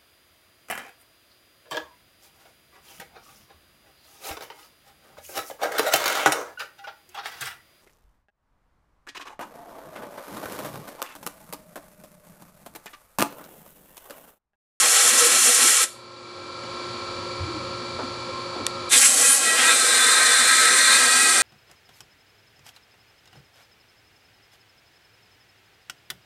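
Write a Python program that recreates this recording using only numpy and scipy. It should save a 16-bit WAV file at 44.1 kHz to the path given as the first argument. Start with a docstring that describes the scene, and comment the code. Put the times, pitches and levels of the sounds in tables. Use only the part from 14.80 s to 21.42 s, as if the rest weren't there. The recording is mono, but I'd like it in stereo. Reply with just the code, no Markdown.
"""A compressed-air gun blows chips out of a lathe collet in two blasts, close to the microphones.
Each jet is flow noise, filtered and fluttering: the first breaks on the collet's rim; the second
crosses its face, then settles in a slot, where noise-driven resonators make the cavity behind it ring.
Between the blasts a hydraulic pump whines as a comb of harmonics, decaying noise bursts make soft bumps,
metal clicks once as damped partials, and a gain control creeps back up."""
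import sys
import numpy as np
from scipy import signal
from scipy.fft import rfft, irfft
from scipy.io import wavfile
from scipy.ndimage import uniform_filter1d

SR = 44100
rng = np.random.default_rng(int(sys.argv[2]) if len(sys.argv) > 2 else 0)


def transcribe(signal):
    """Save signal, clipped to [-1, 1], as a 16-bit WAV file at the path in sys.argv[1]."""
    frames = np.atleast_2d(signal).T
    limited = np.clip(frames, -1, 1)
    pcm = np.round(limited * 32767).astype(np.int16)
    wavfile.write(sys.argv[1], SR, pcm)


N = 291942
T = np.arange(N) / SR  # time axis [s]
HZ = np.fft.rfftfreq(N, 1 / SR)  # frequency axis [Hz]
GAIN_RANGE_DB = 14  # boost of the blasts, and the most that the gain control takes away

# valve of the air gun: (starts to open [s], opening time [s], starts to shut [s], shutting time [s])
VALVE_TIMES = [(-.2, .05, 1.0385, 0.033), (4.088, 0.041, 7, .03)]
# the jet catches an edge and flares up:
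# (height [s], length [s], relative level [dB], centre [Hz], width [octaves], extra cavity ring [dB])
EDGE_FLARES = [(4.139, 0.087, -21, 3620, 0.15, 6), (4.14, 0.058, -23, 2220, 0.25, 0),
               (4.238, 0.059, -23, 2150, 0.35, 4), (4.468, 0.077, -19.5, 8100, 0.3, 4.5),
               (4.518, 0.085, -19.5, 9500, 0.017, 1.5), (4.533, 0.088, -24, 10200, 0.16, 1),
               (4.816, 0.1, -21.5, 2150, 0.91, 1.5), (4.906, 0.069, -25.5, 2580, 0.47, 8),
               (5.69, 1.21, -25, 1800, 0.23, 3), (6.11, 0.11, -25, 4050, 0.11, 2.5)]
# smooth noise of the idling machine: (frequency [Hz], relative level per Hz [dB])
IDLE_NOISE = [(25, -103), (45, -91), (80, -103), (400, -64), (750, -70.5), (1300, -74.5), (1800, -75.5),
              (3000, -77.5), (4700, -81), (5600, -84), (8500, -90), (10800, -87), (11600, -117),
              (12500, -115)]
# resonances of the machine's panels: (frequency [Hz], half width [Hz], relative level per Hz [dB])
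PANEL_MODES = [(60, 5.8, -73.5), (97, 8.9, -63), (121, 4.2, -58.5), (172.5, 6.5, -66.5), (243, 20, -60),
               (312, 16, -62), (537, 23, -52.5), (963, 17, -60), (980, 190, -65), (1273, 56, -59),
               (2340, 65, -65), (3440, 280, -76), (3935, 35, -67.5), (4460, 380, -70.5), (7040, 310, -78.5),
               (7900, 180, -81.5)]


def amp(db):
    """Level is logarithmic: converts decibels to an amplitude gain."""
    return 10 ** (np.asarray(db) / 20)


def unit(x):
    """Normalises the effective value: scales a signal to rms 1."""
    return x / np.sqrt(np.mean(x ** 2) + 1e-20)


def read(points, hz=HZ):
    """Pitch is logarithmic: joins (frequency, value) points on a log-frequency axis."""
    f, value = np.transpose(points)
    return np.interp(np.log(hz + 1), np.log(f + 1), value)


def curves(rows):
    """Linear interpolation in time: each column of a time table, sample by sample."""
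    s, *columns = np.transpose(rows)
    return [np.interp(T, s, column) for column in columns]


def add(mix, s, sound):
    """Superposition: mixes a sound in at time s."""
    part = mix[..., round(s * SR):][..., :sound.shape[-1]]
    part += sound[..., :part.shape[-1]]


def drift(rate, size=4096):
    """Low-passed random process: slow chance of rms 1, up to about rate swings a second."""
    hz = np.fft.rfftfreq(size, T[-1] / size)
    low_pass = np.exp(-np.minimum(hz / rate, 20) ** 2)
    slow = irfft(rfft(rng.standard_normal(size)) * low_pass, size)
    return np.interp(T, np.linspace(0, T[-1], size), unit(slow))


def colour(smooth=None, modes=(), hz=HZ):
    """Powers of incoherent parts add: gain of a smooth spectrum with resonances standing on it."""
    power = sum(amp(db) ** 2 / (1 + ((hz - f) / width) ** 2) ** 2 for f, width, db in modes)
    if smooth is not None:
        power = power + amp(read(smooth, hz)) ** 2
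    return np.sqrt(power)


def below(edge_hz, hz=HZ):
    """Power-complementary crossover: a steep low-pass gain whose complement is the high-pass."""
    return 1 / np.sqrt(1 + (hz / edge_hz) ** 20)


def hump(centre_hz, octaves, hz=HZ):
    """Gaussian band-pass: a bell on a log-frequency axis."""
    return np.exp(-.5 * (np.log2((hz + 1) / centre_hz) / octaves) ** 2)


def bulge(middle_s, length_s):
    """Super-Gaussian envelope: a round-shouldered rise and fall, 0-1."""
    return np.exp(-np.minimum(abs(2 * (T - middle_s) / length_s), 3) ** 4)


def noise(gain, same=None, lean=None):
    """Partial coherence: coloured stereo noise of rms 1 that the two microphones largely share."""
    # coherence of the jet between the microphones: (frequency [Hz], coherence [0-1])
    jet_same = [(150, .96), (360, .91), (900, .97), (2200, .97), (5400, .965), (13000, .95)]
    # level difference of the jet: (frequency [Hz], left minus right [dB])
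    jet_lean = [(60, -10.5), (130, -1), (280, -1.5), (610, -3), (1310, -2.5), (2840, -2), (6140, -2),
                (13300, -3)]
    a, b = rng.standard_normal((2, len(HZ))) + 1j * rng.standard_normal((2, len(HZ)))
    coherence = np.clip(read(same or jet_same), -1, 1)
    side = amp(read(lean or jet_lean) / 2)
    left = a * side
    right = (coherence * a + np.sqrt(1 - coherence ** 2) * b) / side
    return unit(irfft(np.array([left, right]) * gain, N))


def gusty(gain, level_db, flutter_db, rate):
    """Turbulence modulates its own noise: coloured noise that flutters about a level curve."""
    return noise(gain) * amp(level_db + flutter_db * drift(rate))


def resonate(x, hz, width):
    """Driven damped oscillator along the curve hz, its envelope partly levelled to a whistle; rms 1."""
    steadiness = .3  # 0 = noisy ring, 1 = constant envelope
    turn = np.exp(2j * np.pi * np.cumsum(hz) / SR)
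    r = np.exp(-2 * np.pi * width / SR)
    # shift the resonance to 0 Hz, filter there, shift back
    ring = signal.lfilter([1], [1, -2 * r, r * r], x * turn.conj())
    levelled = ring / (abs(ring).mean(0) + 1e-12) ** steadiness
    return unit((turn * levelled).real)


def valve(start, opening, stop, shutting):
    """Throttled flow: air 0-1 as the trigger is squeezed and let go."""
    opened = np.clip((T - start) / opening, 0, 1) ** 2
    return opened * np.clip(1 - (T - stop) / shutting, 0, 1) ** 2


def rim_blast():
    """Edge noise: the jet breaks on the rim, bright hiss over roar; a slight wobble of aim sways both."""
    # smooth jet noise on the rim: (frequency [Hz], relative level per Hz [dB])
    rim_noise = [(600, -100), (950, -73), (1200, -59.5), (2500, -60), (5000, -66.5), (7500, -61.5),
                 (10000, -59), (11800, -65.5), (12600, -70), (13300, -86.5)]
    # resonances excited in the collet: (frequency [Hz], half width [Hz], relative level per Hz [dB])
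    rim_modes = [(1076, 44, -56), (1180, 51, -74), (1324, 31, -49), (1620, 75, -57), (1845, 71, -59.5),
                 (1926, 56, -53.5), (2290, 82, -56), (2710, 26, -57), (2720, 69, -56.5), (2980, 74, -57),
                 (3250, 55, -53.5), (3535, 144, -57), (4210, 255, -55.5), (4900, 84, -60),
                 (5220, 51, -56.5), (5520, 140, -56), (5920, 75, -55), (6220, 150, -57), (6560, 39, -55.5),
                 (7030, 240, -55), (7580, 370, -54), (8570, 170, -58.5), (9320, 320, -54.5)]
    # surging and slackening of the low roar: (time [s], level change [dB])
    rim_sway = [(0, -4), (.046, 5.5), (.098, -3.5), (.19, 4), (.226, 0.5), (.345, -0.5), (.376, -1.5),
                (.44, 2), (.48, 0.5), (.565, 0.5), (.62, -4.5), (.666, 1.5), (.755, -3), (.81, 1.5),
                (.93, -1), (1.03, -2.5)]
    rim, middle = colour(rim_noise, rim_modes), below(4740)
    sway_db = curves(rim_sway)[0]
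    # the sway weakens towards the treble
    hiss = gusty(rim * np.sqrt(1 - middle ** 2), -17.5 + 0.1 * sway_db, flutter_db=1.26, rate=20)
    body = gusty(rim * middle, -22.5 + 0.6 * sway_db, flutter_db=.5, rate=77)
    low = roar(-34 + sway_db, lull_db=0.5)
    return (hiss + body + low + booms()) * valve(*VALVE_TIMES[0])


def slot_blast():
    """Cavity excitation: the hiss changes colour as the jet sinks into the slot and modes take up the air."""
    # the jet's way from the flat face into the slot: (time [s], depth [0-1])
    depth_curve = [(4.12, 0.16), (4.18, 0), (4.59, 0.06), (4.68, 0.6), (4.9, 0.7), (5.2, 0.87), (6.6, 0.9)]
    # hiss as the jet sweeps over the face and settles: (time [s], relative level [dB])
    sweep_hiss = [(4.14, -14.5), (4.28, -15), (4.36, -19), (4.405, -16.5), (4.54, -19), (4.6, -21),
                  (4.75, -22.5), (4.9, -19), (6.6, -18.5)]
    # smooth jet noise on the face, in the slot: (frequency [Hz], relative level per Hz [dB])
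    face_noise = [(700, -100), (1100, -62), (2700, -62), (5000, -58), (6200, -53.5), (8000, -52.5),
                  (10300, -53), (12000, -64.5), (12700, -64.5), (13300, -88)]
    slot_noise = [(600, -100), (950, -68.5), (1400, -60.5), (3000, -60), (5000, -58), (7000, -60),
                  (8800, -51), (9800, -55.5), (10800, -75), (12100, -64), (12700, -102), (13300, -100)]
    # resonances of each: (frequency [Hz], half width [Hz], relative level per Hz [dB])
    face_modes = [(3100, 47, -59), (4030, 38, -69), (4470, 90, -56), (5440, 22, -56), (6600, 22, -59),
                  (7710, 190, -46), (8360, 120, -50.5), (9400, 200, -56)]
    slot_modes = [(5980, 37, -50.5), (6870, 50, -51.5), (7580, 220, -51), (8340, 150, -53.5)]
    hiss_db = curves(sweep_hiss)[0]
    depth = np.clip(curves(depth_curve)[0], 0, 1)
    on_face = gusty(colour(face_noise, face_modes), hiss_db, flutter_db=1.0, rate=38)
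    in_slot = gusty(colour(slot_noise, slot_modes), hiss_db, flutter_db=0.83, rate=40)
    jet = np.sqrt(1 - depth) * on_face + np.sqrt(depth) * in_slot + roar(-34.5, lull_db=0.0)
    return (jet + cavity(depth) + flares() + lip_whistle()) * valve(*VALVE_TIMES[1])


def cavity(depth, wander=0.0052, flutter_db=1.0):
    """Flow-driven cavity modes: depth feeds them, the covering nozzle detunes them, hand tremor bends them."""
    # how far the nozzle covers the mouth of the slot: (time [s], cover [0-1])
    cover_curve = [(4.78, 0), (4.88, 0.24), (4.95, 1), (5.24, 1), (5.42, 0.78), (5.7, 0.88), (5.8, 0.9),
                   (6.08, 0.88), (6.15, 0.5), (6.28, 0.24), (6.6, 0.33)]
    # modes behind the slot: (frequency in the open slot [Hz], rise on the face [Hz],
    # fall under the nozzle [Hz], half width [Hz], relative level in the open slot [dB],
    # loss on the face [dB], gain under the nozzle [dB])
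    cavity_modes = [(1059, 25, 8.1, 45, -38.5, 4.5, 0.5), (1296, 60, 13, 32, -27, 13, -2),
                    (1612, 29, 41, 30, -25, 13.5, -3.5), (1919, 16, 5, 19, -24.5, 14, -7),
                    (2093, 5, 10, 30, -35.5, 11, -1), (2362, 5, 17, 29, -41.5, 4, 7),
                    (2469, 37, 4.5, 15, -25, 14, -14), (2796, 5, 5, 34, -43, 5, -12),
                    (3106, 28, 5, 35, -35.5, 3.5, -26), (3490, 5, 5, 44, -35, 18, -8),
                    (3620, 54, 47, 32, -37, 8, 8), (3894, 33, 21, 44, -36.5, 8, 4.5),
                    (4047, 20, 5, 34, -31.5, 11, -9), (4177, 34, 32, 52, -33.5, 27, 7.5),
                    (4530, 40, 5, 26, -26.5, 37, -10)]
    cover = np.clip(curves(cover_curve)[0], 0, 1)
    air = noise(1)
    flare_db = sum(ring_db * bulge(s, length) for s, length, *_, ring_db in EDGE_FLARES)
    tremor = .006 * drift(7)  # shared by all modes
    out = np.zeros((2, N))
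    for hz, face_hz, cover_hz, width, db, face_db, cover_db in cavity_modes:
        detuned_hz = hz + face_hz * (1 - depth) - cover_hz * cover
        pitch = detuned_hz * (1 + tremor + wander * drift(13.5))
        level_db = db - face_db * (1 - depth) + cover_db * cover + flare_db
        out += resonate(air, pitch, width) * amp(level_db + flutter_db * drift(24.0))
    return out


def flares():
    """Edge turbulence: rough swells of band noise as air tears past a sharp edge."""
    return sum(noise(hump(hz, octaves)) * amp(db) * bulge(s, length)
               for s, length, db, hz, octaves, _ in EDGE_FLARES)


def lip_whistle(width_hz=40):
    """Gap resonance: the jet blows one narrow, mostly rising resonance of the closing gap."""
    # breathy whistle as the nozzle slides over the slot's lip:
    # (time [s], frequency [Hz], relative level [dB])
    lip_path = [(4.75, 3120, -57), (4.79, 3140, -26), (4.83, 3440, -34), (4.87, 3550, -37),
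                (4.91, 3740, -32), (4.95, 4130, -44), (5.03, 4130, -28), (5.15, 4160, -55)]
    hz, db = curves(lip_path)
    return resonate(noise(1), hz, width_hz) * amp(db)


def roar(level_db, lull_db):
    """Forced resonance: the jet's low noise rings in the cabinet, with brief lulls if lull_db is above 0."""
    # smooth low jet noise: (frequency [Hz], relative level per Hz [dB])
    roar_noise = [(80, -110), (140, -109.5), (220, -66.5), (600, -60), (950, -67), (1200, -100)]
    # resonances of the cabinet: (frequency [Hz], half width [Hz], relative level per Hz [dB])
    cabinet_modes = [(250, 11, -55.5), (357, 9.8, -61), (488.4, 20, -54.5), (766, 87, -59)]
    return noise(colour(roar_noise, cabinet_modes)) * amp(level_db + lull_db * np.minimum(drift(22), 0))


def booms():
    """A single driven mode: short swells of one cabinet resonance under the jet."""
    # brief booms in the first blast: (middle [s], length [s], relative level [dB])
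    boom_times = [(0.042, 0.045, -38), (0.18, .05, -32), (.44, 0.084, -31), (0.704, .06, -33)]
    level = sum(amp(db) * bulge(s, length) for s, length, db in boom_times)
    return resonate(noise(1), np.full(N, 487), width=16) * level


def lumpy(x, size=2048):
    """Time-varying filtering: during the blasts the low end gurgles, gaps open and close, and bass dips."""
    # narrow gaps in the low end: (frequency [Hz], width [Hz], readiness to open [0-1])
    gap_bands = [(145, 55, 1), (388, 76, .8), (675, 74, .85), (940, 72, 1)]
    # how hollow the low end sounds: (time [s], hollowness [0-1])
    hollow_curve = [(0, .44), (1.03, .44), (4.13, 0), (4.18, 1), (4.28, 1), (4.33, .5), (4.43, .52),
                    (4.48, 1), (4.58, 1), (4.64, .25), (6.6, .34)]
    # brief drop-outs of the bass: (middle [s], length [s], level change [dB])
    bass_dips = [(.17, .13, -33), (0.746, 0.065, -16), (0.983, 0.12, -25)]
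    gap_db, patchy_db, top_hz = 24, 2.5, 1050
    chance, opens_at, edge = .17, .45, .06  # random share, threshold and softness of the gaps
    hz, s, z = signal.stft(x, SR, nperseg=size, noverlap=size * 3 // 4)
    grain = uniform_filter1d(rng.standard_normal(z.shape[1:]), size=5, axis=0)
    patches = unit(uniform_filter1d(grain, size=6, axis=1))
    readiness = sum(ready * np.exp(-np.minimum(abs(hz[:, None] - f) / width, 3) ** 4)
                    for f, width, ready in gap_bands)
    openness = readiness * np.interp(s, *np.transpose(hollow_curve)) - chance * patches
    gaps = .5 + .5 * np.tanh((openness - opens_at) / edge)
    dips_db = np.interp(s, T, sum(db * bulge(middle, length) for middle, length, db in bass_dips))
    blowing = np.interp(s, T, sum(valve(*row) for row in VALVE_TIMES))
    db = (patchy_db * np.minimum(patches, 1) - gap_db * gaps) * below(top_hz, hz)[:, None]
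    db = db + dips_db * below(290, hz)[:, None]
    return signal.istft(z * amp(db * blowing), nperseg=size, noverlap=size * 3 // 4)[1][:, :N]


def touches(crack_db=-13, crack_t60=0.0044, tick_db=1.0):
    """Impact of steel on steel, damped by the hand: a sharp tick, a dry crack and a very short ring."""
    # the nozzle touches the collet and bounces lightly: (time [s], peak level [dB])
    contacts = [(3.8664, -2.2), (3.8675, -11.5)]
    # partials of the steel: (frequency [Hz], relative level [dB], t60 [s])
    steel_partials = [(1400, -19, .025), (1900, -25, 0.022), (2430, -24, 0.018), (3700, -16, 0.0082),
                      (4370, -14, .007), (6200, -20, 0.0041), (7160, -16, 0.0061), (8200, -8, 0.003),
                      (10300, -8, 0.0017)]
    out, t = np.zeros(N), T[:SR // 10]
    ring = sum(amp(db - 60 * t / t60) * np.sin(2 * np.pi * hz * t) for hz, db, t60 in steel_partials)
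    high_pass = signal.butter(2, 1700, "high", fs=SR, output="sos")
    low_pass = signal.butter(14, 11300, fs=SR, output="sos")
    band = np.vstack([high_pass, low_pass])
    for s, db in contacts:
        crack = rng.standard_normal(len(t)) * amp(crack_db - 60 * t / crack_t60)
        tick = amp(tick_db) * (t == 0)
        snap = signal.sosfilt(band, ring + crack + tick)
        add(out, s, amp(db) * snap / abs(snap).max())
    return out * amp([[-1], [1]])  # slightly to the right


def knocks():
    """Exponential decay: dull, damped bumps of band noise."""
    # the coolant hose and the gun are moved:
    # (time [s], level before decay [dB], centre [Hz], width [octaves], t60 [s])
    bumps = [(1.576, -35, 330, 1.3, 0.083), (1.835, -31, 1100, 1.2, .05), (2.597, -27.5, 100, .35, 0.37),
             (2.67, -35, 327, 0.087, 0.47), (2.755, -32, 319, 0.039, 0.41), (3.148, -38, 95, 0.24, .18),
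             (3.189, -27, 540, 0.86, 0.23), (3.196, -33, 1320, .2, 0.12), (3.228, -31, 260, 0.16, 0.2),
             (3.755, -32, 480, 0.74, .3), (3.805, -29.5, 300, 0.4, 0.12)]
    out, t = np.zeros(N), T[:SR // 2]
    hz_axis = np.fft.rfftfreq(len(t), 1 / SR)
    for s, db, hz, octaves, t60 in bumps:
        body = irfft(rfft(rng.standard_normal(len(t))) * hump(hz, octaves, hz_axis), len(t))
        attack = 1 - np.exp(-t / 0.002)
        add(out, s, unit(body) * amp(db - 60 * t / t60) * attack)
    return out * amp([[-1], [1]])


def pump(wander=0.000387, odd_db=-5.0, size=8192):
    """Fourier series: each turn repeats one rattle, a dense comb of uneven lines shaped by the panels."""
    turns_per_s = 23.51
    order = np.arange(size // 2 + 1)
    hz = turns_per_s * order
    uneven_db = 3 * rng.standard_normal(len(hz))
    # (frequency [Hz], change against the idle colour [dB])
    shape_db = read([(500, -9), (850, -11), (1350, -9), (1600, 1.5), (2300, -2.5), (4800, 2.0),
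                     (6000, 2.5), (9000, -20)], hz)
    lines = colour(IDLE_NOISE, PANEL_MODES, hz) * amp(shape_db + uneven_db + odd_db * (order % 2))
    # phases in turns, nearly alike in both microphones
    phase = rng.random(len(hz)) + 0.028 * rng.standard_normal((2, len(hz)))
    cycle = irfft(lines * np.exp(2j * np.pi * phase))
    turns = np.cumsum(turns_per_s * (1 + wander * drift(4.8))) / SR
    return unit(np.array([np.interp(turns % 1 * size, np.arange(size), c) for c in cycle]))


def machine():
    """Broadband and tonal sources add: oil hiss, rumble, the pump's whine and the motor's steady tones."""
    # coherence of the idle noise between the microphones: (frequency [Hz], coherence [0-1])
    idle_same = [(60, 1), (360, 0.96), (900, 0.91), (2200, 0.98), (5400, 1), (12000, 0.4)]
    # level difference of the idle noise: (frequency [Hz], left minus right [dB])
    idle_lean = [(60, 1.5), (180, -1), (520, -2.2), (1530, -1), (4510, -7), (12000, 4)]
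    # low rumble, strongest while the coolant hose is pushed aside: (time [s], relative level [dB])
    rumble_curve = [(.95, -49), (1.15, -32), (2.25, -33), (2.65, -27), (3.45, -31.5), (4.1, -30),
                    (4.35, -35)]
    # steady tones: (frequency [Hz], mean level [dB])
    motor_tones = [(355.5, -41), (844, -59), (980, -54), (1035, -53), (1061, -45.5), (1109, -50),
                   (1269, -50.5), (1315, -52), (1351, -43), (1383, -57), (1555, -59), (2281, -58),
                   (2304, -58), (2351, -58), (3219, -61), (3494, -57), (3967, -55), (4221, -56),
                   (4328, -54), (4398, -51), (4511, -54), (4544, -54), (4613, -57)]
    idle, low = colour(IDLE_NOISE, PANEL_MODES), below(206)
    hiss = amp(-37.0) * noise(idle * np.sqrt(1 - low ** 2), idle_same, idle_lean)
    rumble = amp(curves(rumble_curve)[0] - 14.5) * noise(idle * low, idle_same, idle_lean)
    clock = T + np.cumsum(0.00052 * drift(4.2)) / SR  # the tones waver in pitch together
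    tones = np.zeros((2, N))
    for hz, db in motor_tones:
        phase = 2 * np.pi * rng.random() + 0.33 * rng.standard_normal((2, 1))
        waver = amp(1.2 * drift(9))
        tones += np.sqrt(2) * amp(db) * waver * np.sin(2 * np.pi * hz * clock + phase)
    return hiss + rumble + (tones + amp(-40.0) * pump()) * amp([[-1], [1]])


def swell():
    """Amplitude modulation: one machine tone swells for a moment."""
    # (middle [s], length [s], peak level [dB], frequency [Hz])
    s, length, db, hz = (3.575, .17, -35.5, 1055)
    return amp(db) * bulge(s, length) * np.sin(2 * np.pi * hz * T) * amp([[-1], [1]])


def workshop(x, t60):
    """Reverberation as convolution: a diffuse decaying tail, different in each microphone."""
    t = T[:SR * 3 // 4]
    build_up = 1 - np.exp(-t / 0.0036)
    tail = rng.standard_normal((2, len(t))) * amp(-60 * t / t60) * build_up
    return signal.fftconvolve(x, tail / np.linalg.norm(tail[0]), axes=1)[:, :N]


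def scene():
    """Superposition: loud blasts, bumps and a nearly dry click, their room tail, and the machine."""
    near = amp(GAIN_RANGE_DB) * (rim_blast() + slot_blast()) + knocks()
    click = touches()
    click_send = amp(-7)
    room = amp(-11.0) * workshop(near + click_send * click, t60=0.29)
    return lumpy(near + click + room + machine() + swell())


def record(dry, threshold_db=-21, recovery_db=15.0, hold=0.0094):
    """Dynamic compression of limited range: falls fast, holds, recovers slowly; then clip and band limit."""
    # recovery_db in dB per second, hold in seconds
    power_db = 10 * np.log10(abs(uniform_filter1d((dry ** 2).mean(0), size=1600)) + 1e-12)
    over_db = np.clip(power_db - threshold_db, 0, GAIN_RANGE_DB + hold * recovery_db)
    fall = T * recovery_db
    duck_db = np.minimum(np.maximum.accumulate(over_db + fall) - fall, GAIN_RANGE_DB)
    ducked = np.clip(dry / amp(uniform_filter1d(duck_db, size=300)), -.9, .9)
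    band_limit = signal.firwin(511, 13700, window=("kaiser", 9), fs=SR)
    return signal.oaconvolve(ducked, band_limit[None], "same")


dry = scene()
out = record(dry)
transcribe(out)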